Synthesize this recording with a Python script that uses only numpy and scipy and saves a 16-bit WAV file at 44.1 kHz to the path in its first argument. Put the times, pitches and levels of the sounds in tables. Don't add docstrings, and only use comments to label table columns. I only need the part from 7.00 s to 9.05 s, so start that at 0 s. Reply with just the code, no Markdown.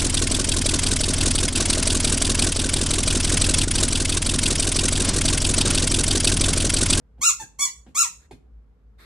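import sys
import numpy as np
from scipy import signal
from scipy.fft import rfft, irfft
from scipy.io import wavfile
from scipy.ndimage import uniform_filter1d

SR = 44100
rng = np.random.default_rng(int(sys.argv[2]) if len(sys.argv) > 2 else 0)


def to_wav(sig):
    pcm = np.clip(np.atleast_2d(sig), -1, 1) * 32767
    pcm = np.round(pcm).astype(np.int16)
    wavfile.write(sys.argv[1], SR, pcm.T)


N = 90404
T = np.arange(N) / SR

# start_s, top_s, end_s, top_pitch_hz, slack_pitch_hz, overtones_db, fundamental_db,
# hold_s, fade_db_per_s, air_db (relative to the overtones)
WHIMPERS = [(0.208, 0.263, 0.31, 1397, 991.7, -20.5, -29, 0.041, 289.5, -19),
            (0.392, 0.398, .44, 887, 770, -37.5, -40.5, 0.016, 380.5, -27),
            (0.584, 0.624, .686, 1145, 1015, -21, -32.5, 0.006, 298.5, -22.5),
            (0.944, 0.998, 1.068, 1365, 1015, -20.5, -29.5, .034, 311.5, -15.5)]
# freq_hz, relative_db
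THROAT_COLOUR = [(1700, 0.5), (2300, -12.5), (2750, -8.5), (3100, -15), (3500, -11.5), (4300, -10.5),
                 (5500, -7.5), (6300, -0.5), (6900, 2), (7500, -3.5), (8150, -3.5), (9200, -10.5),
                 (11000, -10.5), (12200, -53.5), (13000, -3.5), (14300, -19), (15200, -42.5)]
# freq_hz, relative_db
PUFF_COLOUR = [(120, -6.5), (220, 3.5), (550, -8), (900, 4), (1600, -14.5), (2200, 7), (3000, -17.5),
               (4500, -7.5), (7000, 2.5), (10000, -17.5), (15000, -11)]
# start_s, scuff_db (before low-pass), thud_db, scuff_decay_s, scuff_cutoff_hz
BUMPS = [(.178, -57.5, -46.5, 0.042, 2370), (0.409, -48, -49, .018, 3010),
         (0.863, -46.5, -46.5, .012, 4530), (1.309, -37, -43, 0.0091, 11040)]
# freq_hz, relative_db
SCUFF_COLOUR = [(150, -8), (280, -2), (420, 7), (580, -6), (850, -2.5), (1100, -18), (1700, -18.5),
                (3500, -19), (7000, -28), (10000, -23), (14000, -34)]
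# freq_hz, relative_db
THUD_COLOUR = [(50, -13), (110, 3.5), (220, 2.5), (330, -8), (600, -22), (1200, -44.5)]
# start_s, length_s, level_db
RUSTLES = [(1.192, 0.087, -64.5), (1.979, .12, -52.5)]
# freq_hz, relative_db
RUSTLE_COLOUR = [(240, -9.5), (450, -5.5), (750, -15), (1400, -6), (1900, -4), (2400, -12), (2950, -22.5),
                 (3500, -10.5), (4300, -12), (5200, -21), (6600, -26.5), (8700, -21.5), (11900, -27),
                 (13300, -22), (15000, -46)]
# freq_hz, t60_s
ROOM_T60 = [(200, 1), (1200, 0.25), (3000, 0.31), (7000, 0.29), (10000, 0.29), (14000, .26)]
# freq_hz, gain_db
ROOM_COLOUR = [(100, -8.5), (400, -5), (1100, 0.5), (2500, 6.5), (4000, 3.5), (7000, 6.5), (14000, -3)]
# freq_hz, left_minus_right_db
PAN = [(300, -1), (800, -5.5), (1300, 5), (2800, 2), (5000, 0), (8000, -3), (13000, 0.5)]
# freq_hz, relative_db
FLOOR_COLOUR = [(20, -36.5), (35, -28.5), (55, 10.5), (80, -11.5), (150, -13), (250, -17.5), (350, -29.5),
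                (450, -20), (600, -31.5), (1400, -37), (2700, -48.5), (15000, -66)]

PITCH_RISE_S, PITCH_FALL_S = 0.037, 0.041
ARCH_POWER = 2.3
SAG_HZ_PER_S, SAG_AFTER_S = 2000, 0.025
ATTACK_S, RELEASE_S = 0.0098, 0.0045
SWELL_DB_PER_S = 322.5
JITTER_RATIO, JITTER_RATE_HZ = 0.005, 1100
CATCH_JITTER_RATIO, CATCH_DECAY_S = 0.025, 0.0068
SLACK_JITTER_RATIO = 0.018
SHIMMER_DB, SHIMMER_RATE_HZ = 2.2, 200
OVERTONE_FADE_RATIO = 1.325
PUFF_DB, PUFF_DECAY_S = -37.5, 0.02
SCUFF_RISE_S = 0.003
THUD_RISE_S, THUD_DECAY_S = 0.027, 0.016
RUSTLE_RISE_S = 0.024
LEFT_LAG_S = 0.00003
EARLY_DB, EARLY_SPAN_S = -3, 0.04
TAIL_DB, TAIL_GAP_S = -8.5, 0.0043
HUM_HZ, HUM_DB, HUM_WAVER_DB = 53, -56, 5.5
FLOOR_DB = -52.5
TOP_HZ = 15300


def undb(db):
    return 10 ** (np.asarray(db) / 20)


def at_hz(points, hz):
    p = np.array(points, float)
    return np.interp(np.log(np.maximum(hz, 1)), np.log(p[:, 0]), p[:, 1])


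def noise(colour, side=1):
    hz = np.arange(N // 2 + 1) * SR / N
    mid, diff = rfft(rng.standard_normal((2, N))) * undb(at_hz(colour, hz))
    diff = diff * side * hz / (hz + 350)
    y = irfft(np.array([mid + diff, mid - diff]), N)
    return y / y.std()


def walk(rate_hz):
    width = max(int(SR / rate_hz), 1)
    y = uniform_filter1d(uniform_filter1d(rng.standard_normal(N), width), width)
    return y / y.std()


def whimper(start, top, end, top_hz, slack_hz, overtones_db, fundamental_db, hold, fade, air_db):
    span = (T > start) & (T < end + RELEASE_S)
    t = T[span]
    attack = np.clip((t - start) / ATTACK_S, 0, 1) ** 2
    release = np.clip((end + RELEASE_S - t) / RELEASE_S, 0, 1)
    before_hold = np.maximum(top - hold / 2 - t, 0)
    after_hold = np.maximum(t - top - hold / 2, 0)
    effort = undb(-SWELL_DB_PER_S * before_hold - fade * after_hold)

    width = np.where(t < top, PITCH_RISE_S, PITCH_FALL_S)
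    arch = np.exp(-(np.abs(t - top) / width) ** ARCH_POWER)
    jitter = JITTER_RATIO + CATCH_JITTER_RATIO * np.exp(-(t - start) / CATCH_DECAY_S)
    jitter = jitter + SLACK_JITTER_RATIO * (t > top) * (1 - arch)
    sag = SAG_HZ_PER_S * np.maximum(t - top - SAG_AFTER_S, 0)
    hz = slack_hz + (top_hz - slack_hz) * arch - sag
    hz = hz * (1 + jitter * walk(JITTER_RATE_HZ)[span])
    phase = 2 * np.pi * np.cumsum(hz) / SR

    k = np.arange(2, 17)[:, None]
    gains = undb(at_hz(THROAT_COLOUR, k * hz)) * (k * hz < SR / 2)
    gains = gains / np.sqrt((gains ** 2).sum(0).mean() / 2)
    shimmer = undb(SHIMMER_DB * np.array([walk(SHIMMER_RATE_HZ)[span] for _ in k]))
    air = noise([(1500, -45), (3200, -25)] + THROAT_COLOUR[5:])[0, span] * undb(air_db)
    overtones = (gains * shimmer * np.sin(k * phase)).sum(0) + air
    extra_fade = np.where(t > top, effort ** (OVERTONE_FADE_RATIO - 1), 1)
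    overtones = overtones * undb(overtones_db) * extra_fade
    fundamental = np.sqrt(2) * np.sin(phase) * undb(fundamental_db)
    out = np.zeros(N)
    out[span] = attack * release * effort * (overtones + fundamental)
    return out


def puffs():
    loudest_db, envelope = max(row[5] for row in WHIMPERS), 0
    for start, _, _, _, _, db, *_ in WHIMPERS:
        age = np.maximum(T - start, 0)
        shape = np.minimum(age / ATTACK_S, 1) ** 2 * np.exp(-age / PUFF_DECAY_S)
        envelope = envelope + undb(db - loudest_db + PUFF_DB) * shape
    return noise(PUFF_COLOUR)[0] * envelope


def bumps():
    scuff, thud, out = noise(SCUFF_COLOUR)[0], noise(THUD_COLOUR)[0], 0
    for start, scuff_db, thud_db, decay, cutoff_hz in BUMPS:
        age = np.maximum(T - start, 0)
        dulled = signal.sosfilt(signal.butter(2, cutoff_hz, fs=SR, output="sos"), scuff)
        scuff_shape = np.minimum(age / SCUFF_RISE_S, 1) * np.exp(-age / decay)
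        thud_fall = np.exp(-np.maximum(age - THUD_RISE_S, 0) / THUD_DECAY_S)
        thud_shape = np.minimum(age / THUD_RISE_S, 1) * thud_fall
        out = out + dulled * undb(scuff_db) * scuff_shape + thud * undb(thud_db) * thud_shape
    return out


def direct(size=8):
    lag = np.array([[LEFT_LAG_S], [0]]) * SR
    return np.sinc(np.arange(N) - size - lag) * (np.arange(N) <= 2 * size + 1)


def early_reflections(count=40):
    early = np.zeros((2, N))
    for ear in early:
        when = (np.arange(count) + rng.random(count)) / count
        index = ((0.001 + when * EARLY_SPAN_S) * SR).astype(int)
        ear[index] = rng.choice([-1, 1], count) * np.exp(-1.5 * when)
    return early


def diffuse_tail():
    hz = np.arange(N // 2 + 1) * SR / N
    white = rfft(rng.standard_normal((2, N)))
    tail = 0
    for i, (_, t60) in enumerate(ROOM_T60):
        share = at_hz([(f, i == j) for j, (f, _) in enumerate(ROOM_T60)], hz)
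        tail = tail + irfft(white * share, N) * np.exp(-np.log(1000) * T / t60)
    return tail * np.clip(T / TAIL_GAP_S - 1, 0, 1)


def unit_energy(response):
    return response / np.sqrt((response ** 2).sum(1, keepdims=True))


def room(x):
    hz = np.arange(N // 2 + 1) * SR / N
    tail = unit_energy(diffuse_tail()) * undb(TAIL_DB)
    early = unit_energy(early_reflections()) * undb(EARLY_DB)
    reflected = irfft(rfft(tail + early) * undb(at_hz(ROOM_COLOUR, hz)), N)
    heard = signal.fftconvolve(x[None], reflected + direct(), axes=1)[:, :N]
    balance_db = np.array([[1], [-1]]) * at_hz(PAN, hz) / 2
    return irfft(rfft(heard) * undb(balance_db), N)


def rustle():
    envelope = 0
    for start, length, db in RUSTLES:
        nearest_edge = np.minimum(T - start, start + length - T)
        envelope = envelope + undb(db) * np.clip(nearest_edge / RUSTLE_RISE_S, 0, 1)
    return noise(RUSTLE_COLOUR) * envelope


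def background():
    phase = 2 * np.pi * np.cumsum(HUM_HZ * (1 + 0.05 * walk(35))) / SR
    hum = np.sqrt(2) * np.sin(phase) * undb(HUM_DB + HUM_WAVER_DB * walk(3.1))
    return hum + noise(FLOOR_COLOUR, side=0.98) * undb(FLOOR_DB)


def scene():
    voice = sum(whimper(*row) for row in WHIMPERS) + puffs()
    return room(voice + bumps()) + rustle() + background()


def record(dry):
    return signal.sosfilt(signal.ellip(8, 0.2, 70, TOP_HZ, fs=SR, output="sos"), dry)


dry = scene()
out = record(dry)
to_wav(out)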